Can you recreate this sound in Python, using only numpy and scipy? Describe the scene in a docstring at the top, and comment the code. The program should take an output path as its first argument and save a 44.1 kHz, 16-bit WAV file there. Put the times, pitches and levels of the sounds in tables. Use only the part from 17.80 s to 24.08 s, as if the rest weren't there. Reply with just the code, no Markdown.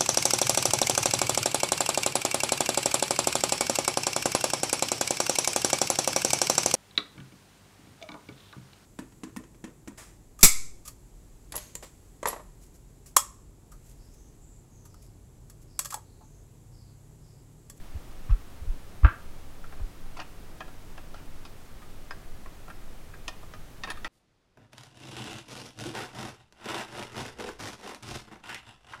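"""A lever shear, mounted on a bench, cuts a steel sheet in a small workshop with a low rumble and hiss.
First the lever's strokes make the bench thud, and at 0.5 s the blade bites with a faint crack and scrape.
At about 1.25 s the metal parts with one loud clack that rings the shear's frame and jolts the bench.
From 1.8 s on, the sheet is turned by hand and clicks and scrapes against the blades.
Early among these clicks, at 2 s, the lever thuds the bench once more."""
import sys
import numpy as np
from scipy import signal
from scipy.fft import rfft, irfft
from scipy.io import wavfile

SR = 44100
rng = np.random.default_rng(int(sys.argv[2]) if len(sys.argv) > 2 else 0)


def generate_wav(sig):
    """Save sig (samples, or channels by samples) to the path in sys.argv[1] as 16-bit PCM at SR."""
    pcm = np.round(np.clip(np.atleast_2d(sig).T, -1, 1) * 32767).astype(np.int16)
    wavfile.write(sys.argv[1], SR, pcm)


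N = 276948
AGE = np.arange(SR // 3) / SR   # seconds since a sound began

# steady noise of the workshop: pitch_hz, level_db
HISS_SPECTRUM = [(53, -8.5), (90, -4), (114, -8), (142, -8), (296, -8.5), (591, -14), (644, -14),
                 (1060, -18), (1210, -17), (1340, -19), (4410, -27), (12200, -31.5), (15800, -34)]
# deep rumble of body movement: pitch_hz, level_db
RUMBLE_SPECTRUM = [(2, -25), (8, -1.5), (14, -2), (25, -17), (40, -19), (60, -27), (100, -27),
                   (200, -37), (1000, -100)]
# the lever pushes on the bench: start_s, knock_db, pitch_hz, sway_db
LEVER_STROKES = [(0.143, -27, 71.4, -37), (0.490, -21, 95, -9), (0.812, -31.5, 64.5, -45),
                 (0.864, -26.5, 60, -15.5), (1.997, -33, 88, -22)]
# the bench springs back after the cut: pitch_hz, level_db, swell_s
BENCH_RECOIL = [(86, -12, .015), (296, -34, 0.015)]
# the blade breaks through the metal: start_s, level_db, dull_above_hz, grind_s
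BLADE_BREAKS = [(0.494, -45, 4000, .01), (0.507, -50, 6960, 0.014), (0.527, -54, 7000, .018),
                (1.2332, -42, 5000, 0.013), (1.2473, -24, 4470, 0.0099), (1.2543, -26, 4830, 0.017),
                (1.268, -35, 3800, 0.025)]
# short tones of blade and sheet that give a crack its body: pitch_hz, level_db, ring_s
CRACK_TONES = [(490, -19, 0.04), (760, -18, 0.033), (920, -7, 0.013), (1150, 2, 0.047), (1295, 2.5, 0.073),
               (1670, -4, 0.034), (1890, -9, .03), (2300, -9, 0.021), (2590, -9, 0.052), (3230, -29, 0.018),
               (3770, -28, 0.015), (4930, -23, 0.038)]
# grit of the parting metal: pitch_hz, level_db
GRIT_SPECTRUM = [(150, -16), (300, -7), (450, -6.5), (850, 1), (1280, 11), (1900, -4), (2700, -9.5),
                 (4000, -20.5), (5200, -36), (7000, -40), (15000, -38)]
# tones of the shear's frame with the sheet clamped in it: pitch_hz, level_db, ring_s
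FRAME_TONES = [(660, -19, 0.17), (1071, 8, 0.13), (1109, -12, 0.14), (1115, -2, 0.058), (1316, 5, 0.15),
               (1374, 1, 0.28), (1560, -15, .18), (1561, -15, 0.18), (1655, -4, 0.12), (1790, -7, 0.16),
               (1926, -7, 0.14), (1800, -13, 0.28), (2130, -7, 0.16), (2450, -15, 0.24), (2480, -15, 0.11),
               (2770, -25, 0.092), (3420, -13, 0.15), (5130, -28, .08)]
# hum of the sheet after a crack: pitch_hz, level_db
HUM_SPECTRUM = [(200, 3), (800, -10.5), (1150, -9), (1500, -0.5), (2000, -4.5), (2600, -5),
                (4000, -4), (9000, -21)]
# an edge drags along the blade: start_s, level_db, length_s, dull_above_hz, favoured_hz
EDGE_DRAGS = [(0.501, -52.5, .022, 6040, 2577), (2.359, -47.5, .026, 5000, 1377),
              (2.384, -40, 0.019, 2500, 768), (2.403, -48.5, 0.027, 3200, 2577),
              (3.346, -57, 0.062, 4500, 2800), (4.893, -52, 0.019, 2500, 1580),
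              (6.038, -44.5, 0.019, 6000, 3700), (6.077, -41.5, 0.031, 3520, 940),
              (6.098, -42, 0.03, 11000, 1830), (6.253, -43, 0.024, 4000, 2577)]
# tick of the sheet's edge: pitch_hz, level_db
TICK_SPECTRUM = [(200, -2), (450, -1.5), (800, 8), (1600, 6.5), (2150, -1.5), (3000, -2), (5000, -2),
                 (6500, -7.5), (8000, -13), (10000, -8), (11500, -21), (15000, -20)]
# tones of the loose sheet: pitch_hz, level_db, ring_s
SHEET_TONES = [(312, -1.5, 0.085), (623, 0, 0.069), (766, 1, 0.069), (867, -16, 0.089), (950, -12.5, 0.037),
               (1085, 2.5, 0.032), (1237, -0.5, 0.073), (1362, 6, 0.051), (1610, -2, 0.08),
               (1677, 2, 0.044), (1684, -5, 0.063), (1833, 1.5, 0.061), (1952, -5, 0.06),
               (2360, -11, 0.062), (2430, -1.5, 0.044), (2586, 0, 0.05), (2780, -6, 0.031),
               (3136, -4, 0.038), (3460, -1.5, 0.029), (3680, -6, 0.037), (4440, -27, 0.075),
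               (4580, -9, 0.073), (5050, -5.5, 0.039), (5680, -6.5, 0.029), (6315, -7.5, 0.033),
               (7040, -9, 0.023), (9700, -3, 0.046), (10200, -11, 0.041)]
# the loose sheet touches the blades: start_s, level_db, hollow_db, bright_db, sizzle_db, middle_hz, high_hz
# (hollow, bright and sizzle adjust the bands below; the spot touched favours the two pitches)
SHEET_TAPS = [(1.8404, -40.5, -16, -19, -26, 1310, 3420), (1.923, -43, -3.5, -16, -20, 1180, 3530),
              (1.9929, -49, 1.5, -17, -15, 1190, 3810), (2.371, -42, -3, -5.5, -14, 1350, 4590),
              (2.3994, -35, -4.5, -2.5, -27, 1040, 2740), (2.4159, -42, -5, -5, -22, 1140, 2760),
              (2.8049, -31.5, -6, -10, -32, 1724, 3140), (2.8774, -45.5, -3, -9, -17, 1340, 2800),
              (3.1766, -39, -4.5, -7.5, -23, 1630, 2760), (3.342, -39, -2, -10, -24, 1370, 3050),
              (3.6509, -43, -4.5, -0.5, -17, 1400, 4900), (4.019, -45, -6, -14, -18, 1250, 3450),
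              (4.3078, -30, -9.5, -9.5, -27, 1670, 5060), (4.6583, -42.5, -2.5, -24, -23, 1090, 4620),
              (4.8794, -41.5, 0, -17, -19, 1330, 3060), (4.9008, -37.5, -14, -16, -18, 1290, 3040),
              (5.3366, -41, -18, -16, -22, 1650, 3600), (5.4795, -30, -5.5, 2, -11, 1806, 6330),
              (5.6287, -46.5, 0.5, -14, -16, 1190, 3250), (5.7356, -37.5, -6, -10, -24, 1240, 3290),
              (6.0355, -27, -24, -4, -30, 1860, 3630), (6.0727, -36.5, -3, -9, -17, 1080, 2750),
              (6.1015, -29.5, -7.5, -2, -7.5, 1820, 3760), (6.1717, -39, -18, -12, -18, 1270, 3540),
              (6.2451, -25.5, -14.5, -7.5, -22.5, 1940, 3300)]
# the clank, hollow, bright and sizzle bands of a tap: low_hz, high_hz, level_db
TAP_BANDS = [(1100, 2400, -8.5), (300, 1100, -5.5), (2400, 7000, -8), (7500, 16000, -10.5)]


def from_db(db):
    """Turn decibels into a number to multiply by."""
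    return 10 ** (np.asarray(db) / 20)


def unit_energy(x):
    """Scale a sound so that its squared samples add up to one."""
    return x / np.sqrt(np.sum(x ** 2) + 1e-20)


def unit_attack(x):
    """Scale a sound to a power of one over its first 20 ms."""
    return x / np.sqrt(np.mean(x[:SR // 50] ** 2) + 1e-20)


def filtered(x, hz, kind, order=2):
    """Keep the lows or one band of a sound; a higher order cuts more steeply."""
    return signal.sosfilt(signal.butter(order, hz, kind, fs=SR, output="sos"), x)


def noise(spectrum, size):
    """Noise with a power of one, coloured by a spectrum table."""
    hz, db = np.transpose(spectrum)
    bins_hz = np.maximum(np.fft.rfftfreq(size, 1 / SR), 1)
    gains = from_db(np.interp(np.log(bins_hz), np.log(hz), db))
    coloured = irfft(rfft(rng.standard_normal(size)) * gains, size)
    return unit_energy(coloured) * np.sqrt(size)


def fade(ring_s):
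    """A fade that drops by 60 dB in ring_s."""
    return from_db(-60 * AGE / ring_s)


def add(track, start_s, sound):
    """Mix a sound into the track at start_s."""
    start = round(start_s * SR)
    track[start:start + len(sound)] += sound[:N - start]


def background(hiss_db=-51.5, rumble_db=-38.5):
    """The room hisses steadily over a deep rumble of body movement."""
    rumble = from_db(rumble_db) * noise(RUMBLE_SPECTRUM, N)
    return rumble + from_db(hiss_db) * noise(HISS_SPECTRUM, N)


def jolt(hz, swell_s, steepness=2.6):
    """A jolt swells and dies within a few slow swings."""
    swell = (AGE / swell_s * np.exp(1 - AGE / swell_s)) ** steepness
    return swell * np.sin(2 * np.pi * hz * AGE)


def bench_thuds(sway_lag_s=0.0186, sway_pitch_ratio=0.37, give_way_s=1.2305, recoil_lag_s=0.00834):
    """Each stroke knocks, then sways the heavy bench; when the metal gives way it dips and springs back."""
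    out = np.zeros(N)
    for start_s, knock_db, hz, sway_db in LEVER_STROKES:
        add(out, start_s, from_db(knock_db) * jolt(hz, swell_s=0.015))
        add(out, start_s + sway_lag_s, from_db(sway_db) * jolt(hz * sway_pitch_ratio, swell_s=0.017))
    dip = from_db(-5.5) * jolt(hz=51.6, swell_s=0.016, steepness=2.8)
    add(out, give_way_s, dip)
    for hz, db, swell_s in BENCH_RECOIL:
        add(out, give_way_s + recoil_lag_s, from_db(db) * jolt(hz, swell_s))
    return out


def ring(tones, spread_db):
    """Struck metal rings in fading tones; their strength and sign vary with where the blow lands."""
    out = np.zeros(len(AGE))
    for hz, db, ring_s in tones:
        strength = from_db(db + spread_db * rng.normal()) * rng.choice([-1, 1])
        out += strength * fade(ring_s) * np.sin(2 * np.pi * hz * AGE)
    return out


def shear_cracks():
    """The metal gives way in a few quick steps: each is a blunt, gritty crack that rings the frame."""
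    out = np.zeros(N)
    for start_s, db, dull_above_hz, grind_s in BLADE_BREAKS:
        crack = unit_attack(ring(CRACK_TONES, spread_db=3.5))
        grit = unit_attack(noise(GRIT_SPECTRUM, len(AGE)) * np.exp(-AGE / grind_s))
        frame = unit_attack(ring(FRAME_TONES, spread_db=2.5))
        step = from_db(-6) * crack + from_db(-5.5) * grit + from_db(-14.5) * frame
        add(out, start_s, from_db(db) * filtered(step, dull_above_hz, "low", order=3))
    return out


def sheet_hum(cracks, build_s=0.022):
    """After each crack, the sheet's many bending tones blur into a smooth hum."""
    tail = noise(HUM_SPECTRUM, len(AGE)) * fade(ring_s=0.24) * (1 - np.exp(-AGE / build_s))
    return signal.fftconvolve(cracks, unit_energy(tail))[:N]


def room_echo(sound, dull_above_hz=5000, build_s=0.0056):
    """Cluttered walls send back a short, dull, blurred echo."""
    dull_noise = filtered(rng.standard_normal(len(AGE)), dull_above_hz, "low")
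    tail = dull_noise * fade(ring_s=0.43) * (1 - np.exp(-(AGE / build_s) ** 2))
    return signal.fftconvolve(sound, unit_energy(tail))[:N]


def slips(length_s, slips_per_s=2500):
    """A dragging edge moves in many tiny random slips that swell and fade."""
    swell = np.sin(np.pi * np.minimum(AGE / length_s, 1))
    slipping = rng.random(len(AGE)) < slips_per_s / SR
    return unit_energy(swell * slipping * rng.standard_normal(len(AGE)))


def sheet_ring(favoured_hz, boost_db=13.5, grip_detune=0.013):
    """The spot touched boosts the tones near its favoured pitches; the changing grip detunes the rest."""
    hz, db, ring_s = np.transpose(SHEET_TONES)
    nearness = np.max([np.exp(-(np.log(hz / pitch) / 0.045) ** 2) for pitch in favoured_hz], axis=0)
    shift = 1 + grip_detune * (1 - nearness) * rng.standard_normal(len(hz))
    tones = zip(hz * shift, db + boost_db * nearness, ring_s)
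    return unit_attack(ring(tones, spread_db=1.5))


def edge_scrapes():
    """As an edge drags along the blade, every tiny slip ticks and rings the sheet."""
    out = np.zeros(N)
    for start_s, db, length_s, dull_above_hz, favoured_hz in EDGE_DRAGS:
        tick = unit_attack(noise(TICK_SPECTRUM, len(AGE)) * fade(ring_s=0.024))
        drag = slips(length_s)
        one_slip = tick + from_db(-1.5) * sheet_ring([favoured_hz], boost_db=18)
        scrape = filtered(signal.fftconvolve(drag, one_slip), dull_above_hz, "low")
        add(out, start_s, from_db(db) * unit_energy(scrape) * np.sqrt(length_s * SR))
    return out


def edge_click(level_db, colour_db, favoured_hz, contact_s=0.004, rebound_s=0.0087):
    """The edge ticks against a blade, rings the glove-damped sheet and skids on."""
    contact_and_rebound = np.exp(-AGE / contact_s) + from_db(-4) * np.exp(-AGE / rebound_s)
    tick = unit_attack(noise(TICK_SPECTRUM, len(AGE)) * contact_and_rebound)
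    rise_s = 0.00038 * 2 ** ((-29.5 - level_db) / 9)   # a touch 9 dB lighter rises twice as slowly
    hit = (from_db(-5.5) * tick + sheet_ring(favoured_hz)) * (1 - np.exp(-AGE / rise_s))
    skid = from_db(-8) * signal.fftconvolve(hit, slips(length_s=0.017))[:len(AGE)]
    out = np.zeros(len(AGE))
    for (low_hz, high_hz, band_db), extra_db in zip(TAP_BANDS, [0, *colour_db]):
        band = filtered(hit + skid, [low_hz, high_hz], "band", order=3)
        out += from_db(level_db + band_db + extra_db) * unit_attack(band)
    return out


def sheet_taps(nudge_db=-21):
    """Each tap clicks, and nudges the bench with a soft low knock."""
    out = np.zeros(N)
    for start_s, db, *colour_db, middle_hz, high_hz in SHEET_TAPS:
        click = edge_click(db, colour_db, [middle_hz, high_hz])
        knock = from_db(db + nudge_db) * jolt(hz=280, swell_s=0.0061)
        add(out, start_s, click + knock)
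    return out


def scene():
    """The cut and the handled sheet echo in the room, over the bench thuds and the background."""
    cut = shear_cracks()
    handling = sheet_taps() + edge_scrapes()
    hum = from_db(-12) * sheet_hum(cut)
    echo = room_echo(from_db(-18.5) * (cut + handling))
    return (cut + hum + handling + echo + bench_thuds() + background())[None]


def record(dry):
    """The highest treble, above 15900 Hz, is cut off steeply."""
    return signal.sosfilt(signal.ellip(12, 0.1, 90, 15900, fs=SR, output="sos"), dry)


dry = scene()
out = record(dry)
generate_wav(out)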